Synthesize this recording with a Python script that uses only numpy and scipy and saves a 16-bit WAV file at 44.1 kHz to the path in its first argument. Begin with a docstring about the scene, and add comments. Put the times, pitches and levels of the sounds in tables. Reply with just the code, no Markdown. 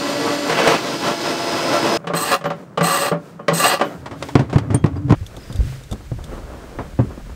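"""Fitting a battery charger in a boat's plywood cupboard, in four short scenes joined by hard cuts.
First a cordless drill whines and tears chips from the wall. From 2 s a bolt rasps in and out of the
hole, its threads catching on the wood, between knocks that make the wall ring. From 4 s the metal case
is bumped into place and washers ping. Last, from about 5 s, hands thump the battery locker and fumble
with cables while a spanner ticks. Once the drill stops, sleeves rustle and wood rumbles under it all."""
import sys
import numpy as np
from scipy.fft import rfft, irfft, next_fast_len
from scipy.io import wavfile
from scipy.ndimage import map_coordinates

SR = 44100
rng = np.random.default_rng(int(sys.argv[2]) if len(sys.argv) > 2 else 0)


def unload_wav(signal):
    """Save mono or channel-first audio to the path in sys.argv[1] as 16-bit WAV at rate SR, clipped to [-1, 1]."""
    wavfile.write(
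        sys.argv[1],
        SR,
        np.round(np.clip(np.atleast_2d(signal).T, -1, 1) * 32767).astype(np.int16),
    )


N = 324135
TIME = np.arange(N) / SR
AGE = TIME[:SR // 2]  # seconds since a blow began
DRILL_END, CASE_START, LOCKER_START = 1.974, 3.98, 5.152  # the cuts, in seconds
BIND_START, BIND_END = 0.5, 0.786  # the drill bit jams between these seconds

# Noise shapes: how strong a noise is from low to high. Each row: frequency in Hz, level in dB.
SHUDDER = [(25, -22), (50, -26), (80, -21), (125, -3), (190, -3), (300, 4), (430, -1), (650, -35),
           (1200, -52)]  # the wall shaking
THUD = [(150, 6), (230, 17.5), (400, 13.5), (560, 4), (750, -22.5)]  # the low part of a blow
CLACK = [(330, 3.5), (600, 7.5), (1200, 1), (2000, -9), (3200, -24), (6000, -50)]  # its middle part
TICK = [(1900, 6), (3200, 0.5), (5000, -3.5), (8000, -9), (11000, -20), (15700, -29)]  # its high part
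GRIT = [(4000, -12), (6800, -6.5), (8500, -12.5), (10000, -16), (13000, -11.5), (15700, -40)]  # scraped steel
RUBBING = [(150, -1), (280, 1.5), (420, -0.5), (580, -1), (850, -8.5), (1300, -8.5), (2200, -22)]  # hands on wood


def drill():
    """The bit tears off tiny chips that shake the wall; the harder the push, the louder it gets."""
    # How hard the drill is pushed. Each row: time in seconds, push in dB.
    push = [(0, -5), (0.33, -1), (0.42, -3.5), (0.53, 2), (0.61, 8), (0.72, 11), (0.81, -6.5), (0.89, -3.5),
            (0.98, -8.5), (1.085, 4.5), (1.165, -8.5), (1.26, 2), (1.37, -4.5), (1.62, 0.5), (1.72, 3.5),
            (1.97, 2)]
    # Notes of the wall and its hard surface. Each row: pitch in Hz, width in Hz, level in dB.
    wall_notes = [(458.4, 5.4, 4), (531, 29, -5), (585.7, 10.8, 1), (635, 13, -5.5), (691, 5.7, 2),
                  (738, 8.7, -15), (835, 9.6, -4.5), (960, 7.3, -6.5), (1029.5, 10.5, -3.5),
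                  (1150, 7.8, -3), (1277, 40, -18), (1354, 22, -6)]
    surface_notes = [(1686, 10.5, 6), (1998, 91, 1), (2236, 5.1, 8.5), (2597, 140, 0), (3018, 10, 4)]
    # Low, middle and high noise of the cut. Each row: frequency in Hz, level in dB.
    grinding_shape = [(330, -17), (460, -10), (650, -5.5), (1000, -5.5), (1450, -13.5), (1900, -31.5)]
    cutting_shape = [(1100, -17), (1520, 1), (1900, -5), (2350, -4.5), (2600, -3.5), (3400, -4.5),
                     (4400, -40)]
    hiss_shape = [(1800, -41), (3300, 0), (4500, 1.5), (6000, -2.5), (7500, -9), (8700, -10),
                  (10500, -19.5), (12500, -17.5), (15700, -23)]
    push_db = curves(push)[0] + 2.4 * wobble(22.14)
    jam_db = 4 * gate(BIND_START, BIND_END, 0.012)
    chips, dust = grains(rate=11000, spread_db=0), grains(rate=12000, spread_db=1)
    shudder = coloured(grains(rate=4000, spread_db=-0.5), SHUDDER)
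    grinding = 0.73 * resonated(chips, wall_notes) + 0.5 * coloured(dust, grinding_shape)
    cutting = 0.61 * resonated(chips, surface_notes) + 0.62 * coloured(dust, cutting_shape)
    out = amp(-27 + 0.55 * push_db) * shudder
    out += amp(-23 + 0.94 * push_db) * grinding
    out += amp(-29 + 0.54 * push_db + jam_db) * cutting
    out += amp(-30.5 + 0.4 * push_db) * coloured(chips, hiss_shape)
    return (out + splinters() + motor_whine()) * gate(-1, DRILL_END, 0.003)


def splinters():
    """The bit snags and tears out a splinter, sending a crack through the wall."""
    # Each row: start in seconds, level in dB.
    snags = [(.496, -20), (.522, -21.5), (.588, -21), (.675, -15), (0.719, -35), (.738, -23)]
    out = np.zeros(N)
    for start, db in snags:
        body = 0.33 * boom(hz=163, t60=0.13, rise=0.004)
        add(out, start, amp(db) * (body + burst(CLACK, t60=0.1) + 0.52 * burst(TICK, t60=0.11)))
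    return out


def motor_whine():
    """Motor and gears sing at multiples of the motor's speed, drop out in the jam and return higher."""
    # The motor speeds up past the hard spot. Each row: time in seconds, turns per second.
    speeds = [(0, 286.2), (.5, 291), (.86, 334.5), (1.05, 338.6), (1.42, 339.5), (1.6, 338.9),
              (1.97, 338.7)]
    # Each list has one entry per tone: speed multiple, dB when slow, dB when fast (before the swell).
    multiples = [1, 2, 2.52, 4, 6.8, 15, 16.7, 25, 30, 40]
    slow_levels = [-29.5, -30, -60, -44, -44, -43.5, -41.5, -45.5, -49, -55]
    fast_levels = [-29, -30, -35, -39, -52, -32, -49, -46, -56, -68]
    speed, = curves(speeds)
    turns = np.cumsum(speed * (1 + 0.0003 * wobble(20))) / SR
    swell_db = 7 * (np.minimum(TIME, DRILL_END) - 2.13)  # 7 dB a second as the bit sinks in
    slow = gate(-1, BIND_START, 0.047)
    fast = gate(0.88, DRILL_END + 1, 0.055) * amp(swell_db)
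    out = np.zeros(N)
    for multiple, slow_db, fast_db in zip(multiples, slow_levels, fast_levels):
        waver = amp(1.6 * wobble(28))
        tone = np.sqrt(2) * np.sin(2 * np.pi * multiple * turns)
        out += (amp(slow_db) * slow + amp(fast_db) * fast) * waver * tone
    return out


def bolt():
    """Threads catch on the hole's edge and ring wood and steel; the wood grows louder as they grip."""
    # Notes of the wood, the hole's edge and the bolt. Each row: pitch in Hz, width in Hz, level in dB.
    wood_notes = [(185, 9.3, -10.5), (362, 31, -9), (455, 21, -2), (564.5, 21, 6), (745, 52, 4),
                  (860, 110, -36), (1082, 64, 1), (1164, 15, 10), (1260, 16, -13), (1440, 28, -39)]
    edge_notes = [(1655, 60, -3), (1968, 36, 1), (2475, 40, -6), (2815, 65, 0), (3250, 35, -7),
                  (3545, 45, -9), (3890, 110, -11), (4180, 55, -6), (4880, 140, -11), (5870, 35, -15),
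                  (6380, 45, -16)]
    steel_notes = [(4135, 34, 2.5), (7700, 510, -9), (8400, 280, 5), (8450, 154, 3.5), (13520, 170, -7)]
    # Noise of the threads. Each row: frequency in Hz, level in dB.
    rasp_shape = [(300, -16), (700, 8), (1400, 3.5), (2200, -5), (2900, -0.5), (3400, -6.5), (4500, 0.5),
                  (6500, -39), (8000, -40)]
    # Each row: start and length in seconds, wood and steel levels in dB, seconds until the threads grip.
    strokes = [(2.145, 0.2, -20.5, -27.5, 0.14), (2.826, 0.26, -22, -26, 0.014),
               (3.531, 0.21, -16, -22.5, 0.12)]
    attack_s, release_db_per_s = 0.01, 510
    catches = grains(rate=10000, spread_db=4.5) * amp(1.2 * wobble(120))
    # The touching point moves, so each note of the wood swells and fades on its own.
    wood = unit(sum(amp(db + 4.2 * wobble(14)) * np.sqrt(width) * resonated(catches, [(hz, width, 0)])
                    for hz, width, db in wood_notes))
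    rasp = 0.63 * resonated(catches, edge_notes)
    rasp += 0.75 * coloured(grains(rate=9200, spread_db=1), rasp_shape)
    steel = 0.96 * amp(1.86 * wobble(45)) * resonated(catches, steel_notes)
    steel += 0.54 * coloured(grains(rate=14000, spread_db=-2.5), GRIT)
    shudder = amp(-34) * coloured(rng.standard_normal(N), SHUDDER)
    out = np.zeros(N)
    for start, length, wood_db, steel_db, grip_s in strokes:
        age = np.maximum(TIME - start, 0)
        envelope = (1 - np.exp(-age / attack_s)) * amp(-release_db_per_s * np.maximum(age - length, 0))
        looseness = np.clip(1 - (age / grip_s) ** 2, 0, 1)
        grip_db = wood_db - 11 * looseness + 1.4 * wobble(38)
        ending = np.minimum(age / length, 1) ** 4  # rasp and steel fade late in the stroke
        hole = amp(grip_db) * (1.31 * wood + amp(-0.5 - 2 * ending) * rasp)
        out += envelope * (shudder + hole + amp(steel_db - 8.5 * ending) * steel)
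    return out


def wall_knocks():
    """Bolt and hand strike the wall and make it ring; harder knocks are quicker and brighter."""
    # Each row: start in seconds, level in dB, weight behind the blow in dB, hardness from 0 to 1.
    knocks = [(2.041, -33.5, -8, .4), (2.07, -24, -5, .8), (2.098, -20.5, -11, 0), (2.135, -16, -9.5, 0.64),
              (2.41, -32, -16, 0.67), (2.44, -25.5, -6, 0.7), (2.454, -17.5, -10, .52),
              (2.502, -20.5, -16, 0.61), (2.774, -15.5, -13, 0.61), (2.808, -14.5, -1.5, 0.66),
              (2.843, -25, -9, .9), (3.114, -14.5, -7, 0.33), (3.144, -23, -12, .05),
              (3.393, -29.5, -20, 0.17), (3.481, -11.5, -13.5, 0.76), (3.518, -18.5, -0.5, 0.44),
              (3.794, -24.5, -23, 0.75), (3.811, -11.5, -22, 0.59)]
    # Notes of the wall and its hard surface. Each row: pitch in Hz, level in dB, fade time in seconds.
    wall_notes = [(295.2, -10, 0.27), (459.3, -0.5, 0.13), (574, 3, 0.16), (749, -6, 0.16),
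                  (1100, -3.5, 0.15), (1189, 3, 0.076), (1390, -9.5, 0.18)]
    surface_notes = [(1730, 5, 0.12), (1960, 15, 0.12), (2230, -33, 0.087), (2430, -5, 0.13),
                     (3000, 4, 0.24), (3220, -2, 0.11)]
    # Noise of a sharp rap. Each row: frequency in Hz, level in dB.
    rap_shape = [(1000, -27), (1550, 21.5), (2300, 1), (3300, 12), (4500, -82)]
    soft_rise_s, hard_rise_s = 0.0045, 0.00089
    out = np.zeros(N)
    for start, db, weight_db, hardness in knocks:
        body = amp(weight_db) * boom(hz=166.5, t60=0.2, rise=0.0078)
        clack = 0.75 * ring(wall_notes, scatter_db=-1.5)
        clack += 0.5 * burst(CLACK, t60=0.12, tail=0.1, tail_t60=0.12)
        thud = 0.22 * burst(THUD, t60=0.3)
        rap = 0.45 * ring(surface_notes) + 0.65 * burst(rap_shape, t60=0.11, tail=0.12)
        tick = burst(TICK, t60=0.048, tail=1.0)
        bright = amp(-29.5 + 24.7 * hardness) * rap + amp(-34.5 + 31.2 * hardness) * tick
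        rise = soft_rise_s * (hard_rise_s / soft_rise_s) ** hardness
        add(out, start, amp(db) * onset(rise) * (body + clack + thud + bright))
    return out


def case_bumps():
    """The metal case clacks brightly against the boards until the cut."""
    # Each row: start in seconds, level in dB, boom pitch in Hz, hardness in dB, clack fade in seconds.
    blows = [(4.058, -44, 106, 12, 0.1), (4.11, -37, 106, 2.5, 0.22), (4.2245, -43, 105, 18, .045),
             (4.286, -53, 135, 20, 0.072), (4.3536, -10, 134, -3.5, 0.021), (4.392, -16.5, 138, -8, 0.11),
             (4.496, -44.5, 148, 8, 0.18), (4.528, -25.5, 168, -0.5, 0.13), (4.558, -8, 132, -15.5, 0.031),
             (4.582, -51, 109, 23.5, 0.054), (4.702, -15, 107.7, -15, 0.23),
             (4.742, -13.5, 124, -12.5, 0.1), (4.841, -9, 142, -14, 0.021), (4.859, -28.5, 117, -2, 0.074),
             (4.957, -24.5, 94, -16, .17), (5.08, -24, 113, -17, 0.11), (5.095, -19.5, 117, -10.5, 0.11),
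             (5.105, -10.5, 146.6, -14, 0.039), (5.122, -12, 122, -6.5, 0.014)]
    # Notes of the boards behind the case. Each row: pitch in Hz, level in dB, fade time in seconds.
    boards = [(222, 1, 0.18), (281, 3.5, 0.21), (356, 0.5, 0.18), (400, -3.5, 0.076), (455, -7, 0.11),
              (596, -16, 0.042)]
    return bumps(blows, boards, ring_db=-9.5, tick_db=-10, dull_hz=22300) * gate(-1, LOCKER_START, 0.004)


def locker_thumps():
    """Hands on the wooden battery locker make duller blows."""
    # Each row: start in seconds, level in dB, boom pitch in Hz, hardness in dB, clack fade in seconds.
    blows = [(5.209, -24, 90, -45, .08), (5.369, -38.5, 118, -4, 0.11), (5.499, -30.5, 128, -11, 0.083),
             (5.547, -23, 93, -30, .07), (5.589, -12, 62.6, -44, 0.16), (5.628, -19, 73, -38, 0.065),
             (5.665, -27.5, 132, -49, 0.76), (5.912, -24.5, 95, -17.5, 0.12), (5.925, -26.5, 62, -8, 0.043),
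             (6.116, -20, 122, -18, 0.022), (6.786, -33, 118, 7, 0.13), (6.989, -12, 121, -13, 0.15),
             (7.175, -34.5, 206, -8.5, 0.015)]
    # Notes of the locker's boards. Each row: pitch in Hz, level in dB, fade time in seconds.
    boards = [(206, 2.5, 0.3), (265, 5, 0.33), (364, -3.5, 0.24), (511, 0.5, 0.11), (690, -13, 0.13)]
    return bumps(blows, boards, ring_db=-18, tick_db=-18, dull_hz=3800)


def bumps(blows, boards, ring_db, tick_db, dull_hz):
    """Each blow booms in the hollow cupboard and rings the boards; hard ones clack and tick more."""
    # Notes of the hollow and of the clack. Each row: pitch in Hz, level in dB, fade time in seconds.
    hollow_notes = [(80, -4, .6), (106.4, 18, 0.94), (141, -6, 0.25), (177, -1, 0.57), (293, -10, 0.22)]
    clack_notes = [(578, 14, 0.14), (744, -13, 0.13), (853, 9, 0.13), (1040, -20, 0.083), (1095, 18, 0.28),
                   (1240, 3, 0.073), (1485, -21, .07), (1706, -6, 0.031), (2170, -10, 0.05)]
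    out = np.zeros(N)
    for start, db, boom_hz, hard_db, t60 in blows:
        body = boom(boom_hz, t60=0.032 + 0.77 * t60, rise=0.0042) + 0.24 * ring(hollow_notes)
        wood = 0.95 * unit_hit(ring(boards, scatter_db=-0.5) * fading(5 * t60))
        wood += 0.58 * burst(THUD, t60=1.7 * t60, tail=0.094)
        wood_db = 1 + 0.58 * min(hard_db, 0)
        clack = amp(ring_db) * unit_hit(ring(clack_notes, scatter_db=5) * fading(3 * t60))
        clack += burst(CLACK, t60=t60, tail=0.17)
        tick = amp(tick_db + 0.18 * hard_db) * burst(TICK, t60=0.9 * t60, tail=0.13, tail_t60=0.3)
        contact = filtered(clack + tick, lambda hz: 1 / (1 + 1j * hz / dull_hz) ** 2)  # less treble
        add(out, start, amp(db) * onset(0.0011) * (body + amp(wood_db) * wood + amp(hard_db) * contact))
    return out


def washer_pings():
    """Washers and nuts tick and ring briefly."""
    # Each row: start in seconds, pitch in Hz, level in dB, fade time in seconds.
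    pings = [(2.458, 14250, -45, .13), (3.845, 14150, -49, 0.39), (4.745, 8850, -14, 0.054),
             (4.745, 9300, -25, .05), (4.745, 3240, -43.5, 0.37), (4.77, 6400, -47, 0.12),
             (4.966, 4830, -41, 0.053), (4.966, 7700, -54, 0.084)]
    out = np.zeros(N)
    for start, hz, db, t60 in pings:
        tick = 0.11 * burst([(0.88 * hz, -5), (hz, 0), (0.84 * hz, -3)], t60=t60 / 2)
        note = np.sin(2 * np.pi * hz * AGE)
        add(out, start, amp(db) * onset(0.0011) * fading(t60) * (note + tick))
    return out


def spanner():
    """A spanner touches a battery terminal; the hand holding it stops the ringing quickly."""
    # Each row: start in seconds, level in dB.
    touches = [(5.264, -40.5), (5.366, -43.5), (5.525, -42), (5.558, -42.5), (5.835, -49), (5.912, -40),
               (5.925, -38), (6.24, -42)]
    # Notes of the spanner. Each row: pitch in Hz, width in Hz, level in dB.
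    steel_notes = [(3520, 460, 2.5), (3810, 160, -3), (5960, 600, -11), (8900, 1900, -11)]
    out = np.zeros(N)
    for start, db in touches:
        steel = unit_hit(resonated(rng.standard_normal(len(AGE)), steel_notes) * fading(0.03))
        scrape = burst(GRIT, t60=0.05, tail=0.18)
        add(out, start, amp(db) * onset(0.00069) * (0.7 * steel + 0.36 * scrape))
    return out


def squeak():
    """Metal slides on metal with a faint, scratchy, falling tone."""
    start, end = 5.39, 5.6
    pitch_hz = np.interp(TIME, [start, end], [5150, 4750])
    scratch = wobble(450)
    return amp(-51) * gate(start, end, 0.04) * scratch * np.sin(2 * np.pi * np.cumsum(pitch_hz) / SR)


def fumbling():
    """Fingers and cables make light, dull taps of uneven size at random moments."""
    taps_per_s = 14
    starts = CASE_START + np.cumsum(rng.exponential(size=120)) / taps_per_s
    out = np.zeros(N)
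    for start, size in zip(starts, rng.standard_normal(120)):
        if start < N / SR:
            add(out, start, amp(-43.5 + 2.4 * size) * onset(0.002) * burst(RUBBING, t60=0.05, tail=0.08))
    return out


def handling():
    """Hands and sleeves brush over the wood; each place rumbles and rustles in its own way."""
    # The rumble of each place and the hiss of cloth. Each row: frequency in Hz, level in dB.
    wall_shape = [(40, -28), (90, -12), (130, -4), (168, 3.5), (210, -1), (300, -36)]
    cupboard_shape = [(25, -16), (55, -21), (78, 8.5), (103, -1), (135, 9.5), (168, -2.5), (215, -14),
                      (290, 7), (400, -56)]
    locker_shape = [(20, -8), (45, 1), (75, -1), (100, -13), (135, -8), (200, -17), (330, -29.5)]
    cloth_shape = [(1500, 10.5), (2500, 7), (5000, 3.5), (8500, 0.5), (10800, -6), (15700, -7)]
    # How loud the rumble is. Each row: time in seconds, level in dB.
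    rumble_levels = [(2, -43.5), (3.5, -42.5), (4.3, -35), (4.62, -27.5), (5.06, -28), (5.31, -44),
                     (5.6, -30), (6, -44), (6.22, -28.5), (6.6, -38.5), (7.1, -34), (7.35, -35)]
    # Each row: middle and length in seconds, rubbing level in dB, cloth hiss level in dB.
    brushes = [(1.985, 0.053, -39, -60), (2.598, 0.097, -41, -56), (3.273, 0.12, -43.5, -53.5),
               (3.878, 0.2, -34, -48.5), (4.273, 0.14, -43, -45), (4.547, 0.35, -41, -67),
               (5.49, 0.21, -45, -51), (5.695, 0.17, -58, -44.5), (6.335, 0.11, -36, -51.5),
               (6.643, 0.56, -40.5, -58), (7.106, 0.046, -39, -64)]
    # Each row: start and end in seconds, rumble shape, steady rubbing and cloth hiss levels in dB.
    places = [(DRILL_END, CASE_START, wall_shape, (-46.5, -63)),
              (CASE_START, LOCKER_START, cupboard_shape, (-46, -58.5)),
              (LOCKER_START, N / SR + 1, locker_shape, (-49, -51))]
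    rumble, power = np.zeros(N), np.zeros((2, N))  # power has one row for rubbing, one for cloth
    for start, end, shape, rustle_db in places:
        here = gate(start, end, 0.0075)
        rumble += here * coloured(rng.standard_normal(N), shape)
        power += np.outer(amp(rustle_db) ** 2, here)
    for middle, length, rubbing_db, cloth_db in brushes:
        swell = np.exp(-(2 * (TIME - middle) / length) ** 2)
        power += np.outer(amp([rubbing_db, cloth_db]) ** 2, swell)
    rubbing = amp(2.6 * wobble(25)) * coloured(grains(rate=4000, spread_db=0), RUBBING)
    cloth = coloured(rng.standard_normal(N), cloth_shape)
    rumble_db = curves(rumble_levels)[0] + 2 * wobble(15)
    return amp(rumble_db) * rumble + np.sqrt(power[0]) * rubbing + np.sqrt(power[1]) * cloth


def ring(notes, scatter_db=7.5):
    """Each blow rings the notes at new strengths; the hand's weight shifts their pitch a little."""
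    shifts = 1 + 0.012 * rng.standard_normal(len(notes))
    out = np.zeros(len(AGE))
    for shift, (hz, db, t60) in zip(shifts, notes):
        strength = rng.choice([-1, 1]) * amp(db + scatter_db * rng.normal())
        out += strength * fading(min(t60, 0.5)) * np.sin(2 * np.pi * hz * shift * AGE)
    return unit_hit(out)


def burst(shape, t60, tail=0.28, tail_t60=0.21, dull_hz=4500):
    """The short noise of a touch, plus the cabin's duller echo of it."""
    noise = coloured(rng.standard_normal(len(AGE)), shape)
    echo = filtered(noise, lambda hz: 1 / (1 + (hz / dull_hz) ** 2))
    return unit_hit(noise * fading(t60) + tail * echo * fading(tail_t60))


def boom(hz, t60, rise):
    """A whole panel bends under a soft push and gives one low note."""
    return unit_hit(np.sin(2 * np.pi * hz * AGE) * fading(t60) * onset(rise))


def grains(rate, spread_db):
    """Tiny cracks of uneven size at random moments, about `rate` a second."""
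    happens = rng.random(N) < rate / SR
    return unit(happens * rng.standard_normal(N) * amp(spread_db * rng.standard_normal(N)))


def resonated(x, notes):
    """Let x ring an object's notes; a narrower note rings longer."""
    def response(f):
        return sum((-1) ** k * amp(db) * 1j * f * width / (hz * hz - f * f + 1j * f * width)
                   for k, (hz, width, db) in enumerate(notes))
    return unit(filtered(x, response))


def coloured(x, shape):
    """Give x a noise shape, falling steeply beyond its first and last rows."""
    points_hz, db = np.transpose(shape)

    def response(hz):
        edges = np.minimum(hz / points_hz[0], 1) ** 4 / np.maximum(hz / points_hz[-1], 1) ** 4
        return edges * amp(np.interp(np.log(hz + 1), np.log(points_hz), db))
    return unit(filtered(x, response))


def filtered(x, response):
    """Turn each frequency in x up or down by response(frequency)."""
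    size = next_fast_len(len(x) + 8192)
    return irfft(rfft(x, size) * response(np.fft.rfftfreq(size, 1 / SR)), size)[:len(x)]


def onset(rise):
    """The build-up of a blow; softer ones take longer."""
    return 1 - np.exp(-AGE / max(rise, 1e-4))


def fading(t60):
    """Die away by 60 dB in t60 seconds, the fade time."""
    return amp(-60 * AGE / max(t60, 1e-3))


def gate(start, end, fade):
    """1 between two times and 0 outside, with straight fades."""
    return np.clip(np.minimum(TIME - start, end - TIME) / fade + 0.5, 0, 1)


def wobble(rate):
    """A smooth curve through `rate` random points a second."""
    return map_coordinates(rng.standard_normal(int(N * rate / SR) + 4), [TIME * rate])


def curves(rows):
    """Join timed rows with straight lines, one curve for each column after the time."""
    times, *columns = np.transpose(rows)
    return [np.interp(TIME, times, column) for column in columns]


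def amp(db):
    """Turn decibels into a number to multiply by."""
    return 10 ** (np.asarray(db) / 20)


def unit(x):
    """Scale to an average level (rms) of 1."""
    return x / np.sqrt(np.mean(x ** 2) + 1e-20)


def unit_hit(x):
    """Scale a blow to an average level of 1 over its first 30 ms."""
    return x / np.sqrt(np.mean(x[:SR * 3 // 100] ** 2) + 1e-20)


def add(track, start, sound):
    """Mix a sound into the track at `start` seconds."""
    part = track[max(round(start * SR), 0):][:len(sound)]
    part += sound[:len(part)]


def scene():
    """All the work, on one channel."""
    work = drill() + bolt() + wall_knocks() + case_bumps() + locker_thumps()
    return (work + washer_pings() + spanner() + squeak() + fumbling() + handling())[None]


def record(dry):
    """The loudest blows overload the microphone, which rounds their tops; the highest treble is cut."""
    top_hz = 15750
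    squashed = dry[0] / (1 + np.abs(dry[0]) ** 8) ** (1 / 8)
    return filtered(squashed, lambda hz: hz < top_hz)[None]


dry = scene()
out = record(dry)
unload_wav(out)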